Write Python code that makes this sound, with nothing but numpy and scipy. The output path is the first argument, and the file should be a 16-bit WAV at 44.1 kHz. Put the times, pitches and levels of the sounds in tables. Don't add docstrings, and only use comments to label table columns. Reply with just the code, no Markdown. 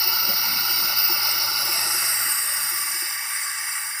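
import sys
import numpy as np
from scipy import signal
from scipy.io import wavfile

SR = 44100
rng = np.random.default_rng(int(sys.argv[2]) if len(sys.argv) > 2 else 0)


def file_out(sig):
    cols = np.atleast_2d(sig).T
    lim = np.clip(cols, -1, 1)
    pcm = np.round(lim * 32767).astype(np.int16)
    wavfile.write(sys.argv[1], SR, pcm)


N = 176400
TIME = np.arange(N) / SR
SLOW_PER_S, FAST_PER_S, LOW_WAVER_PER_S, SURGE_PER_S = 3.3, 20, 21.5, 40
BLOWER_HZ, SPEED_WANDER = 112.2, 0.0014


def from_db(db):
    return 10 ** (np.asarray(db) / 20)


def unit_rms(x):
    return x / np.sqrt(np.mean(x ** 2) + 1e-20)


def curves(rows):
    time_s, *columns = np.transpose(rows)
    return [np.interp(TIME, time_s, column) for column in columns]


def drift(rate_per_s):
    hop, settle = 40, 2000
    pole = np.exp(-2 * np.pi * rate_per_s * hop / SR)
    white = rng.standard_normal(N // hop + settle + 2)
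    slow = signal.lfilter([1], [1, -2 * pole, pole * pole], white)[settle:]
    return np.interp(np.arange(N) / hop, np.arange(len(slow)), unit_rms(slow))


def band_noise(centre_hz, width_hz):
    low_hz = np.sqrt(centre_hz ** 2 + width_hz ** 2 / 4) - width_hz / 2
    high_hz = min(low_hz + width_hz, 0.45 * SR)
    sos = signal.butter(2, [low_hz, high_hz], "band", fs=SR, output="sos")
    white = rng.standard_normal(N + SR // 10)
    return unit_rms(signal.sosfilt(np.vstack([sos, sos]), white)[-N:])


# centre_hz, width_hz, facing_db, away_db
AIR_BANDS = [(891.6, 262, -40.5, -49), (1164, 140, -43, -42.5), (1408.5, 224, -31.5, -41),
             (1693, 333, -45.5, -39), (1941, 350, -44.5, -37.0), (2162, 374, -36, -37.5),
             (2691, 275, -37.8, -42.5), (2892, 190, -39.5, -47.5), (3193, 305, -52, -46.5),
             (3663, 170, -47.5, -53.5), (3960, 170, -39.5, -53.5), (4323, 160, -36.5, -59),
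             (4752, 360, -32.5, -39.9), (5052, 344, -33, -38.5), (5520, 387, -30.5, -40.5),
             (5856, 360, -42, -41.5), (6130, 960, -53, -47), (6720, 220, -51.5, -49.5),
             (7340, 340, -53, -45), (7670, 160, -61, -40), (8166, 76, -49.4, -52), (8710, 740, -48.5, -41),
             (8964, 390, -40.5, -37), (9530, 170, -48, -42.5), (10200, 160, -59, -52),
             (10522.0, 540, -46, -40), (10910, 210, -44.5, -69), (11560, 300, -48, -47.5),
             (12280, 470, -42, -43.2), (13490, 650, -31, -47), (14200, 970, -30.5, -80),
             (14660, 240, -25, -61), (15330, 290, -42, -39), (15435.0, 250, -75, -57)]
# time_s, roar_db, hiss_db, top_db
REGISTER_LEVELS = [(0.0, -0.8, -0.8, -1.3), (0.6, 0.15, -0.2, -1), (1.2, 2, 0.6, 0.5),
                   (1.55, 0.2, 0.5, -3.2), (1.9, 2, 2.5, 1.5), (2.2, 2.4, 2, 4.5), (2.55, 1.3, 2.2, 1),
                   (3.05, 0, 2.8, 0.7), (3.2, -1.5, 0, -5), (3.4, 0, 0.5, -1), (3.65, -0.7, 0.4, -0.5),
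                   (3.9, -2, -3.5, -3)]
# slow_db, fast_db
REGISTER_WAVER = [(1.18, 1.02), (0.63, 0.95), (1.5, 1.7)]
REGISTER_EDGES_HZ = [3400, 6200]


def rushing_air(blower_phase, turn, trim_db=-0.5, surge_db=0.36, throb_depth=0.04):
    levels_db = curves(REGISTER_LEVELS)
    air = sweeping_hiss(LOWER_SWEEP, width_hz=1000)
    air += sweeping_hiss(MIDDLE_SWEEP, width_hz=1450)
    air += sweeping_hiss(UPPER_SWEEP, width_hz=1900)
    air += spurts()
    for centre_hz, width_hz, facing_db, away_db in AIR_BANDS:
        register = np.searchsorted(REGISTER_EDGES_HZ, centre_hz)
        slow_db, fast_db = REGISTER_WAVER[register]
        level_db = facing_db + (away_db - facing_db) * turn + levels_db[register]
        waver_db = slow_db * drift(SLOW_PER_S) + fast_db * drift(FAST_PER_S)
        air += from_db(level_db + waver_db) * band_noise(centre_hz, width_hz)
    surge = from_db(trim_db + surge_db * drift(SURGE_PER_S))
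    throb = 1 + throb_depth * np.sin(blower_phase)
    return air * surge * throb


# time_s, centre_hz, level_db
LOWER_SWEEP = [(.6, 4823, -31.5), (1.8, 5153, -29), (2.1, 5275, -36.5), (2.55, 5320, -61)]
MIDDLE_SWEEP = [(0, 8400, -72), (1.5, 7650, -47), (1.8, 8360, -30), (2.06, 8400, -28.5), (2.4, 8570, -27.5),
                (2.75, 8920, -31.5), (3.2, 8920, -36.5)]
UPPER_SWEEP = [(0, 11050, -71), (1.45, 11050, -39.5), (1.68, 11100, -30.5), (2.0, 11300, -29),
               (2.36, 12900, -30.5), (2.7, 13470, -31), (3.5, 13500, -40)]


def sweeping_hiss(path, width_hz, crest_width_hz=640, crest_gain=0.28, waver_db=0.5):
    def baseband(span_hz):
        sos = signal.butter(2, span_hz / 2, fs=SR, output="sos")
        return unit_rms(signal.sosfilt(np.vstack([sos, sos]), rng.standard_normal((2, N))))

    centre_hz, level_db = curves(path)
    in_phase, quadrature = baseband(width_hz) + crest_gain * baseband(crest_width_hz)
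    phase = 2 * np.pi * np.cumsum(centre_hz) / SR
    hiss = unit_rms(in_phase * np.cos(phase) + quadrature * np.sin(phase))
    return from_db(level_db + waver_db * drift(FAST_PER_S)) * hiss


def pipe_colour(x, echo_s=0.002885, echo_gain=-0.2):
    return x + echo_gain * np.pad(x, (round(echo_s * SR), 0))[:N]


# (time_s, centre_hz, depth)
GLIDING_NOTCHES = [(154, [(0, 2400, 0.73), (1.8, 2320, 0.66), (2.35, 2235, 1), (3.1, 2454, 0.75)]),
                   (507, [(0.7, 7100, 0.58), (1.95, 7300, 0.27), (2.35, 6000, 1), (4, 6450, 0.64)]),
                   (450, [(0, 9900, .2), (1.85, 9700, .7), (2.25, 10000, 0.31), (2.7, 11500, 0.62),
                   (4, 11900, .6)]), (520, [(0, 12500, .6), (1.8, 13050, .95), (2.25, 14800, .8),
                   (2.8, 14350, 0.29)])]


def gliding_notches(x):
    for width_hz, path in GLIDING_NOTCHES:
        centre_hz, depth = curves(path)
        carrier = np.exp(2j * np.pi * np.cumsum(centre_hz) / SR)
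        baseband = signal.lfilter(*signal.butter(1, width_hz / 2, fs=SR), x / carrier)
        band = 2 * np.real(baseband * carrier)
        x = x - np.clip(depth, 0, 1) * band
    return x


def shimmer(x, above_hz=4500, delay_range_s=(0.0013, 0.0062), count=12, gain=0.14):
    treble = signal.sosfilt(signal.butter(2, above_hz, "high", fs=SR, output="sos"), x)
    delays_s = np.linspace(*delay_range_s, count) * rng.uniform(0.93, 1.07, count)
    lags = (delays_s * SR).astype(int)
    echoes = sum(drift(rate_per_s=4.6) * np.pad(treble, (lag, 0))[:N] for lag in lags)
    return x + gain * echoes


# centre_hz, width_hz, level_db
BACKGROUND_BANDS = [(65, 120, -70), (438, 730, -58), (4200, 2100, -49)]


def background(turn, away_db=-7):
    noise = sum(from_db(db) * band_noise(hz, width_hz) for hz, width_hz, db in BACKGROUND_BANDS)
    return from_db(away_db * turn) * noise


# centre_hz, width_hz, facing_depth, away_depth
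STATIONARY_NOTCHES = [(1605, 420, 0.64, 0), (3250, 370, 0.04, 1), (4180, 130, 0.3, .6),
                      (8080, 120, 0.7, .7)]


def stationary_notches(x, turn):
    for centre_hz, width_hz, facing_depth, away_depth in STATIONARY_NOTCHES:
        band = signal.lfilter(*signal.iirpeak(centre_hz, centre_hz / width_hz, fs=SR), x)
        depth = facing_depth + (away_depth - facing_depth) * turn
        x = x - np.clip(depth, 0, 1) * band
    return x


# time_s, level_db
HUM_LEVEL = [(0, -55), (2.25, -54.5), (2.35, -60), (2.72, -59), (2.88, -64), (4, -68)]
# harmonic, relative_db
HUM_OVERTONES = [(2, -13.5), (6, -5.5), (8, -6.5)]
# pitch_hz, relative_db
WHINES = [(590, -14.5), (1338, 3)]


def blower(phase, hum_waver_db=1.7, partial_waver_db=4.5):
    level_db, = curves(HUM_LEVEL)
    whines = [(pitch_hz / BLOWER_HZ, db) for pitch_hz, db in WHINES]
    hum = np.sin(phase)
    for ratio, relative_db in [*HUM_OVERTONES, *whines]:
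        gain = from_db(relative_db + partial_waver_db * drift(LOW_WAVER_PER_S))
        hum += gain * np.sin(ratio * phase + rng.uniform(0, 2 * np.pi))
    return np.sqrt(2) * from_db(level_db + hum_waver_db * drift(FAST_PER_S)) * hum


# centre_hz, width_hz, relative_db
RUMBLE_BANDS = [(198, 95, -3.5), (270, 43, -12)]
DRONE_BANDS = [(348.5, 51, -5.5), (439, 200, -13.5), (586, 81, -5.5), (709, 170, -8.5)]
# time_s, level_db
RUMBLE_LEVEL = [(.2, -61), (.3, -44), (.42, -55), (.54, -37.5), (.64, -60), (.77, -47), (.92, -55.5),
                (2.68, -61.5), (3.46, -80)]
DRONE_LEVEL = [(0, -57), (.08, -41), (.19, -57), (.26, -38.5), (.45, -52.5), (.72, -54.5), (.83, -41),
               (1.02, -53), (1.7, -44), (2.32, -55), (3.18, -65.5), (3.85, -70)]


def rumble(bands, envelope, waver_db=5):
    level_db, = curves(envelope)
    out = np.zeros(N)
    for centre_hz, width_hz, relative_db in bands:
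        gain = from_db(level_db + relative_db + waver_db * drift(LOW_WAVER_PER_S))
        out += gain * band_noise(centre_hz, width_hz)
    return out


# peak_s, pitch_hz, level_db
KNOCKS = [(.09, 350, -39), (.28, 350, -39), (.29, 200, -41), (0.516, 225, -41), (0.559, 240, -39.5),
          (1.104, 348, -32), (1.95, 348, -39), (2.72, 348, -44), (2.95, 347, -43), (3.029, 348, -42)]


def knocks(rise_s=0.0077, roughness=0.28):
    out = np.zeros(N)
    for peak_s, pitch_hz, level_db in KNOCKS:
        age = np.maximum((TIME - peak_s) / rise_s + 1, 0)
        envelope = from_db(level_db) * age * np.exp(1 - age)
        out += envelope * np.sin(2 * np.pi * pitch_hz * TIME + rng.uniform(0, 2 * np.pi))
    return out * (1 + roughness * drift(SURGE_PER_S))


# start_s, level_db
SPURTS = [(3.33, -29.5), (3.755, -30.5)]


def spurts(decay_s=0.068):
    envelope = sum(from_db(level_db) * (TIME > start_s) * np.exp(-abs(TIME - start_s) / decay_s)
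                   for start_s, level_db in SPURTS)
    return envelope * band_noise(centre_hz=8720, width_hz=1730)


# time_s, turn (about 0 facing the blower, about 1 away)
MIC_TURN = [(0.0, -0.061), (1.2, 0.093), (1.6, 0.14), (2.0, 0.55), (2.4, 0.85), (2.8, 0.91), (3.3, 1.11),
            (4.0, 1.06)]


def scene():
    turn, = curves(MIC_TURN)
    blower_hz = BLOWER_HZ * (1 + SPEED_WANDER * drift(SLOW_PER_S))
    blower_phase = 2 * np.pi * np.cumsum(blower_hz) / SR
    site = background(turn)
    lows = rumble(RUMBLE_BANDS, RUMBLE_LEVEL) + rumble(DRONE_BANDS, DRONE_LEVEL) + knocks()
    air = pipe_colour(rushing_air(blower_phase, turn))
    air = shimmer(gliding_notches(air))
    mono = stationary_notches(air + site, turn) + blower(blower_phase) + lows
    return np.array([mono, mono])


def record(dry):
    cutoff_hz = 15560
    return signal.sosfilt(signal.ellip(12, 0.1, 90, cutoff_hz, fs=SR, output="sos"), dry)


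dry = scene()
out = record(dry)
file_out(out)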